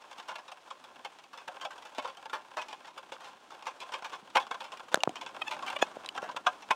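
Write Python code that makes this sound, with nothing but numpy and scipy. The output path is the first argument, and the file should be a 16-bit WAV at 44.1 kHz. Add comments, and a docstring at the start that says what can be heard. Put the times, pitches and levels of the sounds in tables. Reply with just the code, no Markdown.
"""A dirt track, heard from the seat of a rolling wooden ox cart. Every jolt slams a loose joint shut,
makes it chatter and rings the frame. Between jolts small parts rattle, the wheels grind the dust and
the cart bed rumbles. A taut rope lashing creaks five times as it slips over the wood, and a few dry
taps and snaps sound close by."""
import sys
import numpy as np
from scipy.fft import rfft, irfft, next_fast_len
from scipy.io import wavfile
from scipy.ndimage import map_coordinates

SR = 44100
rng = np.random.default_rng(int(sys.argv[2]) if len(sys.argv) > 2 else 0)


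def unload_wav(signal):
    """Save mono or channel-first audio to the path in sys.argv[1] as 16-bit WAV at rate SR, clipped to [-1, 1]."""
    wavfile.write(
        sys.argv[1],
        SR,
        np.round(np.clip(np.atleast_2d(signal).T, -1, 1) * 32767).astype(np.int16),
    )


N = 297675

# broad clatter of the frame's many lesser modes: f/Hz, level/dB
CLATTER = [(45, -55), (150, -14), (350, -8.5), (520, -1.5), (1000, 13), (1600, 3.5), (2000, -1.5),
           (2700, 0), (3600, -3), (4050, -12), (6300, -14.5), (8500, -20.5), (11000, -29), (16000, -35)]
MIDDLE_RING_HZ = 922  # where a typical beam rings


def amp(db):
    """Decibels to gain."""
    return 10 ** (np.asarray(db) / 20)


def unit(x):
    """x at rms 1."""
    return x / np.sqrt(np.mean(x ** 2) + 1e-20)


def colour(points, hz):
    """Gain of an EQ curve through (f/Hz, level/dB) points on a log axis."""
    f, db = np.transpose(points)
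    return amp(np.interp(np.log(hz + 1), np.log(f), db))


def causal(gain):
    """The minimum-phase response that has this gain."""
    cepstrum = irfft(np.log(np.maximum(gain, 1e-6)))
    half = len(cepstrum) // 2
    return np.exp(rfft(cepstrum * np.r_[1, np.full(half - 1, 2), 1, np.zeros(half - 1)]))


def band(hz, lo, hi, order=6):
    """Gain of a band-pass."""
    return 1 / np.sqrt((1 + (lo / (hz + 1)) ** (2 * order)) * (1 + (hz / hi) ** (2 * order)))


def filtered(x, response):
    """x through a frequency response."""
    size = 2 * next_fast_len(N // 2 + SR // 4)
    return irfft(rfft(x, size) * response(np.fft.rfftfreq(size, 1 / SR)), size)[:N]


def wobble(rate):
    """A smooth random curve, rate knots a second."""
    knots = rng.standard_normal(int(N * rate / SR) + 4)
    return map_coordinates(knots, [np.arange(N) * rate / SR])


def add(track, s, sound):
    """Mix a sound into a track at time s."""
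    start = max(round(s * SR), 0)
    track[start:start + len(sound)] += sound[:max(len(track) - start, 0)]


def contacts(size, rate, spread_db, rub):
    """Tiny impacts of random strength, rate a second, over a share of smooth rubbing."""
    hits = rng.random(size) < rate / SR
    strength = amp(spread_db * np.clip(rng.standard_normal(size), -2, 2))
    return unit(hits * strength * rng.choice([-1, 1], size)) + rub * rng.standard_normal(size)


def resonance(hz, centre_hz, width_hz):
    """Response of one damped mode."""
    return 1j * hz * width_hz / (centre_hz ** 2 - hz ** 2 + 1j * hz * width_hz)


def frame_modes(hz):
    """One response for each mode of the wooden frame, neighbours opposite in sign."""
    # the frame's resonances: f/Hz, width/Hz, level/dB
    modes = [(536.6, 27, 3), (601.6, 16.6, 1), (740, 27, 3.5), (797.6, 22.4, 6.5), (898, 41, 2.5),
             (1044.7, 35, 11), (1095, 20, -5.5), (1370, 13, -9), (1380, 19, 3.5), (1578, 42, 3),
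             (1671, 49, -2.5), (2225, 54, -4.5), (2323, 85, -11.5), (2537, 45, -2), (2647, 213, -6),
             (3213, 97, -5.5), (3360, 180, -5.5), (3450, 42, -11), (5160, 47, -17), (5820, 56, -25.5),
             (6440, 9, -49), (8500, 26, -27)]
    return np.array([(-1) ** k * amp(db) * resonance(hz, f, width)
                     for k, (f, width, db) in enumerate(modes)])


def shake_db(s):
    """How hard the cart shakes at times s: rattle and rumble levels."""
    # fader moves along the track: t/s, rattle level/dB, rumble level/dB
    faders = [(0.0, -55, -74), (0.28, -56, -69), (0.58, -59, -74.5), (0.98, -55.5, -66), (1.3, -60, -70),
              (1.52, -52.5, -70.5), (2.18, -55, -69.5), (3.53, -55.5, -67.5), (3.87, -50, -70.5),
              (4.4, -58, -65.5), (4.55, -55, -68), (4.74, -52.5, -68.5), (5.22, -51.5, -62.5),
              (5.66, -45.5, -58), (5.98, -49, -63), (6.37, -53, -61.5), (6.47, -48.5, -66),
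              (6.75, -53.5, -64)]
    times, *levels = np.transpose(faders)
    return [np.interp(s, times, level) for level in levels]


def bed_rumble():
    """A stream of small knocks keeps the cart bed rumbling."""
    # low boom of the bed: f/Hz, level/dB
    boom = [(20, -41), (50, -33), (90, -12.5), (150, -6.5), (260, 2.5), (400, 2.5), (700, -35),
            (2000, -104)]
    knocks = contacts(N, rate=450, spread_db=-1, rub=0.38)
    return unit(filtered(knocks, lambda hz: causal(colour(boom, hz))))


def wheel_grind(rattle, surge, grind_db=-4, dust_db=-65, middle_rattle_db=-53.5):
    """The rims grind the dirt and crush more dust where the cart shakes more."""
    # tone of wheels on dirt: f/Hz, level/dB
    dirt = [(150, -26), (300, -14), (600, -2.5), (1000, -0.5), (1500, -6.5), (2000, -16.5), (3200, -16),
            (4600, -22.5), (6500, -25), (9000, -30), (12000, -42), (16000, -45)]
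    rims = unit(filtered(rng.standard_normal(N), lambda hz: colour(dirt, hz)))
    grains = contacts(N, rate=1800, spread_db=-3.5, rub=0.77)
    dust = unit(filtered(grains, lambda hz: causal(colour(dirt, hz) * band(hz, 1860, 20000))))
    crush = amp(dust_db) * (rattle / amp(middle_rattle_db)) ** 0.26
    # soft dust follows the surges only half as far in dB
    return surge * rattle * amp(grind_db) * rims + np.sqrt(surge) * crush * dust


def loose_parts(clatter_db=-14):
    """Small parts bounce on the frame and ring its modes."""
    bounces = contacts(N, rate=210, spread_db=13.5, rub=0.12)
    wood = lambda hz: frame_modes(hz).sum(0) + amp(clatter_db) * causal(colour(CLATTER, hz))
    return unit(filtered(bounces, wood))


def rolling(rattle_db=-4, rumble_db=-1):
    """The rolling texture: rattle and grind come in uneven surges over the rumble."""
    rattle, rumble = amp(shake_db(np.arange(N) / SR))
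    surge = amp(1.4 * wobble(28) + 2.23 * wobble(80))
    parts = surge * rattle * amp(rattle_db) * loose_parts()
    return parts + wheel_grind(rattle, surge) + amp(rumble_db) * rumble * bed_rumble()


def rope_creaks(jitter=0.013, rasp=1.86, width_hz=90, scrape_db=-17, harmonics=8):
    """A taut lashing slips roughly over the wood, rings on its harmonics, swells and lets go."""
    # pulls on the lashing: peak t/s, level/dB, pitch f/Hz, rise/s, fall/s
    pulls = [(5.42, -25, 633, 0.0035, 0.0023), (5.482, -29.5, 871, 0.0078, 0.0012),
             (5.683, -32.5, 780, 0.006, 0.004), (5.766, -27, 581, 0.0039, 0.0028),
             (5.823, -19, 848, 0.0034, 0.0039)]
    # tone of the creak: f/Hz, level/dB
    tone = [(200, -13), (600, -1), (900, 5), (1700, -4.5), (2600, 3.5), (3400, 0), (3900, -15),
            (5200, -17), (6800, -13), (9000, -13.5), (16000, -31)]
    size = 2 ** 13
    t, hz = np.arange(N) / SR, np.fft.rfftfreq(size, 1 / SR)
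    waver = 1 + jitter * wobble(400)
    out = np.zeros(N)
    for s, db, pitch_hz, rise, fall in pulls:
        slips = np.diff(np.floor(np.cumsum(pitch_hz * waver) / SR), prepend=0)  # one pulse a cycle
        pull = np.exp(-np.maximum((s - t) / rise, (t - s) / fall))
        friction = pull * (unit(slips - slips.mean()) + rasp * rng.standard_normal(N))
        rope = sum((-1) ** k * resonance(hz, k * pitch_hz, width_hz) for k in range(1, harmonics + 1))
        response = (rope + amp(scrape_db)) * causal(colour(tone, hz))
        start = round(s * SR) - SR // 20
        creak = irfft(rfft(friction[start:start + size]) * response)
        add(out, start / SR, amp(db) * np.linalg.norm(pull) * creak / np.linalg.norm(creak))
    return out


def close_taps(snap_t60=0.0073, attack_s=0.00035, overtone_ratio=2.41):
    """A tap is a brief snap and a few damped cycles; small things radiate little below their ring."""
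    # taps, snaps and clinks: t/s, ring level/dB, ring f/Hz, t60/s, overtone re ring/dB,
    # snap level/dB, low cut f/Hz
    taps = [(0.184, -54, 233, 0.053, -12, -70, 170), (1.983, -35, 267, 0.046, 1, -52, 190),
            (2.845, -49.5, 1880, 0.078, -9, -70, 1200), (3.166, -30, 1200, 0.0067, -25, -63, 450),
            (4.226, -48, 205, 0.045, -14, -70, 150), (4.9437, -6.5, 630, 0.0088, 2.5, -8, 155),
            (4.9563, -32, 710, 0.016, 4, -21.5, 300), (4.9739, -10.5, 504, 0.0032, -8, -36, 200),
            (5.005, -32.5, 2840, 0.037, -21, -35, 2000), (5.035, -9, 740, 0.011, -18, -9.5, 560),
            (5.075, -2, 463, 0.0038, -6.5, -56, 140), (5.093, -32, 304, 0.033, 3.5, -28.5, 150),
            (5.8259, 1.5, 734, 0.0051, -16, -48, 260), (5.969, -23.5, 583, 0.011, -22, -63, 150),
            (6.0609, -31, 3870, 0.018, -10, -30, 2500), (6.089, -23, 2990, 0.017, -19, -21.5, 2600),
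            (6.228, -23.5, 570, 0.018, -16, -60, 151), (6.346, -35, 524, 0.016, -7, -52, 150)]
    # tone of the snap: f/Hz, level/dB
    crisp = [(200, -23), (1000, -9), (3200, 5), (4800, -4), (7000, -3.5), (9000, -10),
             (11000, -19.5), (16000, -28)]
    size = 2 ** 12
    t, hz = np.arange(size) / SR, np.fft.rfftfreq(size, 1 / SR)
    out = np.zeros(N)
    for s, db, ring_hz, t60, overtone_db, snap_db, low_cut_hz in taps:
        phase = 2 * np.pi * ring_hz * t
        cycles = np.sin(phase) - amp(overtone_db) * np.sin(overtone_ratio * phase)
        ring = amp(db - 60 * t / t60) * (1 - np.exp(-t / attack_s)) * cycles
        snap = amp(snap_db - 60 * t / snap_t60) * rng.standard_normal(size)
        body = rfft(ring) * causal(band(hz, low_cut_hz, 7600, order=4))
        edge = rfft(snap) * causal(colour(crisp, hz) * band(hz, 0.45 * ring_hz, SR))
        add(out, s, irfft(body + edge))
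    return out


def faint_bumps(count=32, over_db=3, spread_db=2.5, spread_octaves=0.1, t60=0.08, crack_db=-3):
    """Small bumps in the track come by chance, a little over the rattle: extra cues for frame_jolts."""
    times = rng.random(count) * N / SR
    strength, detune = rng.standard_normal((count, 2)).T
    levels = shake_db(times)[0] + over_db + spread_db * strength
    rings_hz = MIDDLE_RING_HZ * 2 ** (spread_octaves * detune)
    return [(s, db, t60, ring_hz, crack_db) for s, db, ring_hz in zip(times, levels, rings_hz)]


def frame_jolts(clatter_db=-6, vary_db=3, favour_db=6, favour_octaves=0.081,
                rise_s=0.0018, lead_s=0.009, close_s=0.0023, sustain=1.068, middle_db=-35.5):
    """Each jolt is a hard blow and a burst of chatter in a joint, ringing the frame's modes unevenly."""
    # jolts of the frame: t/s, body level/dB, t60/s, main ring f/Hz, crack re body/dB
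    cues = [(0.127, -47, 0.038, 1080, -4), (0.180, -46.5, .16, 950, -4.5), (0.197, -40, 0.029, 1070, -6),
            (0.283, -37.5, 0.19, 1030, -7.5), (0.313, -37, 0.045, 1050, -18),
            (0.355, -40, 0.063, 830, -1.5), (0.382, -43, 0.073, 940, -9), (0.479, -46, 0.11, 845, -5.5),
            (0.516, -41.5, 0.047, 850, -3.5), (0.704, -37, 0.07, 1120, -10), (1.047, -37, 0.078, 824, -3.5),
            (1.238, -50, 0.026, 725, -1.5), (1.33, -43, 0.1, 1050, -10), (1.374, -46.5, 0.16, 960, -3.5),
            (1.478, -34.5, 0.048, 750, -8), (1.611, -38.5, 0.14, 1030, -5), (1.648, -34, 0.081, 666, -5.5),
            (1.706, -43.5, 0.13, 1550, -10), (1.778, -48, 0.055, 910, -4), (1.851, -46.5, 0.13, 850, -5.5),
            (1.947, -51, 0.37, 790, -4), (1.982, -30.5, 0.061, 820, -6), (2.044, -34.5, 0.16, 754, -13.5),
            (2.074, -48, 0.15, 810, -0.5), (2.169, -47.5, 0.055, 805, -2.5),
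            (2.255, -36.5, 0.037, 900, -9.5), (2.296, -42.5, 0.056, 1390, -7),
            (2.33, -31, 0.15, 1030, -10.5), (2.505, -50.5, 0.016, 830, -12), (2.568, -32.5, 0.19, 830, -8),
            (2.615, -40.5, 0.065, 1000, 0), (2.683, -47, 0.28, 865, -3), (2.727, -37.5, 0.038, 890, -5),
            (2.870, -47, 0.15, 960, -7.5), (2.976, -39, 0.063, 875, -7), (3.119, -42, .13, 557, -4),
            (3.205, -49, .3, 910, -8.5), (3.243, -46, 0.28, 1000, -8), (3.504, -46.5, 0.22, 870, -10.5),
            (3.623, -42.5, 0.043, 1080, -7), (3.666, -33, 0.12, 1080, -8), (3.802, -40.5, .15, 950, -2.5),
            (3.919, -40, 0.16, 980, -6), (3.936, -34, 0.095, 920, -2.5), (4.021, -40.5, 0.06, 830, -9),
            (4.044, -36.5, .11, 1130, -5), (4.129, -36.5, 0.1, 1120, -9.5),
            (4.352, -18.5, 0.091, 936, -9.5), (4.368, -18.5, 0.044, 1030, -4.5),
            (4.398, -38, 0.16, 1000, -5), (4.466, -41.5, 0.057, 1060, -9.5),
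            (4.509, -28.5, 0.048, 970, -9.5), (4.543, -34.5, 0.042, 1018, -10.5),
            (4.604, -38, 0.079, 920, -5), (4.640, -44, 0.13, 1040, -4.5), (4.718, -40.5, 0.088, 1090, -5),
            (4.771, -49.5, 0.054, 870, 1), (4.795, -42, 0.023, 1080, -8), (4.916, -43, 0.27, 543, -10.5),
            (5.155, -39.5, 0.079, 1050, -0.5), (5.211, -38, 0.078, 930, -3.5), (5.261, -41, 0.1, 970, -1.5),
            (5.511, -33, 0.12, 980, -4), (5.565, -37, 0.018, 850, -15), (5.623, -32, 0.059, 1100, -13),
            (5.663, -37.5, 0.28, 1580, -5.5), (5.700, -30.5, 0.027, 1230, -5.5),
            (5.865, -43.5, 0.04, 1030, -8), (6.146, -41, 0.054, 705, -9), (6.176, -29, 0.034, 1050, -9),
            (6.219, -40.5, 0.23, 660, -9.5), (6.289, -33, 0.063, 1080, -16.5),
            (6.363, -30.5, 0.054, 980, -6), (6.465, -17, 0.059, 1240, -9.5),
            (6.706, -17, 0.043, 1110, -7.5)]
    # body, thud, crack and grit bands: low f/Hz, high f/Hz
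    band_edges = [(700, 2000), (1, 700), (2000, 3900), (3900, 30000)]
    size = 10800
    t, hz = np.arange(size) / SR, np.fft.rfftfreq(size, 1 / SR)
    modes, clatter = frame_modes(hz), amp(clatter_db) * causal(colour(CLATTER, hz))
    bands = np.array([band(hz, lo, hi, order=8) ** 2 for lo, hi in band_edges])
    since_blow = t - lead_s
    closing = np.exp(np.minimum(since_blow, 0) / rise_s)  # the joint scrapes shut ahead of the blow
    out = np.zeros(N)
    for s, db, t60, ring_hz, crack_db in cues + faint_bumps():
        # sustain over 1 holds the chatter, then drops it
        force = closing * amp(-60 * (np.maximum(since_blow, 0) / t60) ** sustain)
        chatter = force * contacts(size, rate=1500, spread_db=4, rub=0.42)
        # the more a jolt cracks, the harder its blow lands
        blow = amp(-8 + 0.7 * crack_db) * np.linalg.norm(chatter) * np.exp(-2j * np.pi * hz * lead_s)
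        # the chatter is softer than the blow, but hardens in a strong jolt
        top_hz = 5000 * 2 ** (0.03 * (db - middle_db))
        strike = blow + rfft(chatter) / (1 + 1j * hz / top_hz)
        # the struck beam favours the modes near its main ring and adds small resonances of its own
        own_db = 3 * map_coordinates(rng.standard_normal(SR // 200), [hz / 110])
        ring_db = favour_db / (1 + (np.log2((hz + 1) / ring_hz) / favour_octaves) ** 2)
        beam = causal(amp(own_db + ring_db))
        # where the blow lands decides how each mode answers
        frame = amp(vary_db * rng.standard_normal(len(modes))) @ modes + clatter
        wood = strike * beam * frame
        # low-ringing beams thud more; light, cracking jolts are grittier
        thud_db = -10.5 - 12.5 * np.log2(ring_hz / MIDDLE_RING_HZ)
        grit_db = -9.5 + 0.61 * crack_db - 0.26 * (db - middle_db)
        levels = amp(db + np.array([0, thud_db, crack_db, grit_db]))
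        eq = (levels / np.linalg.norm(irfft(wood * bands), axis=1)) @ bands
        add(out, s + close_s - lead_s, np.linalg.norm(force) * irfft(wood * causal(eq)))
    return out


def scene():
    """The cart in the open air, mono and without echo."""
    return (frame_jolts() + rolling() + rope_creaks() + close_taps())[None]


def record(dry):
    """A faint steady hiss joins the mix and the very top is cut away."""
    hiss_db, top_hz = -84.5, 15900
    hissy = dry + amp(hiss_db) * rng.standard_normal(dry.shape)
    return np.array([filtered(channel, lambda hz: hz < top_hz) for channel in hissy])


dry = scene()
out = record(dry)
unload_wav(out)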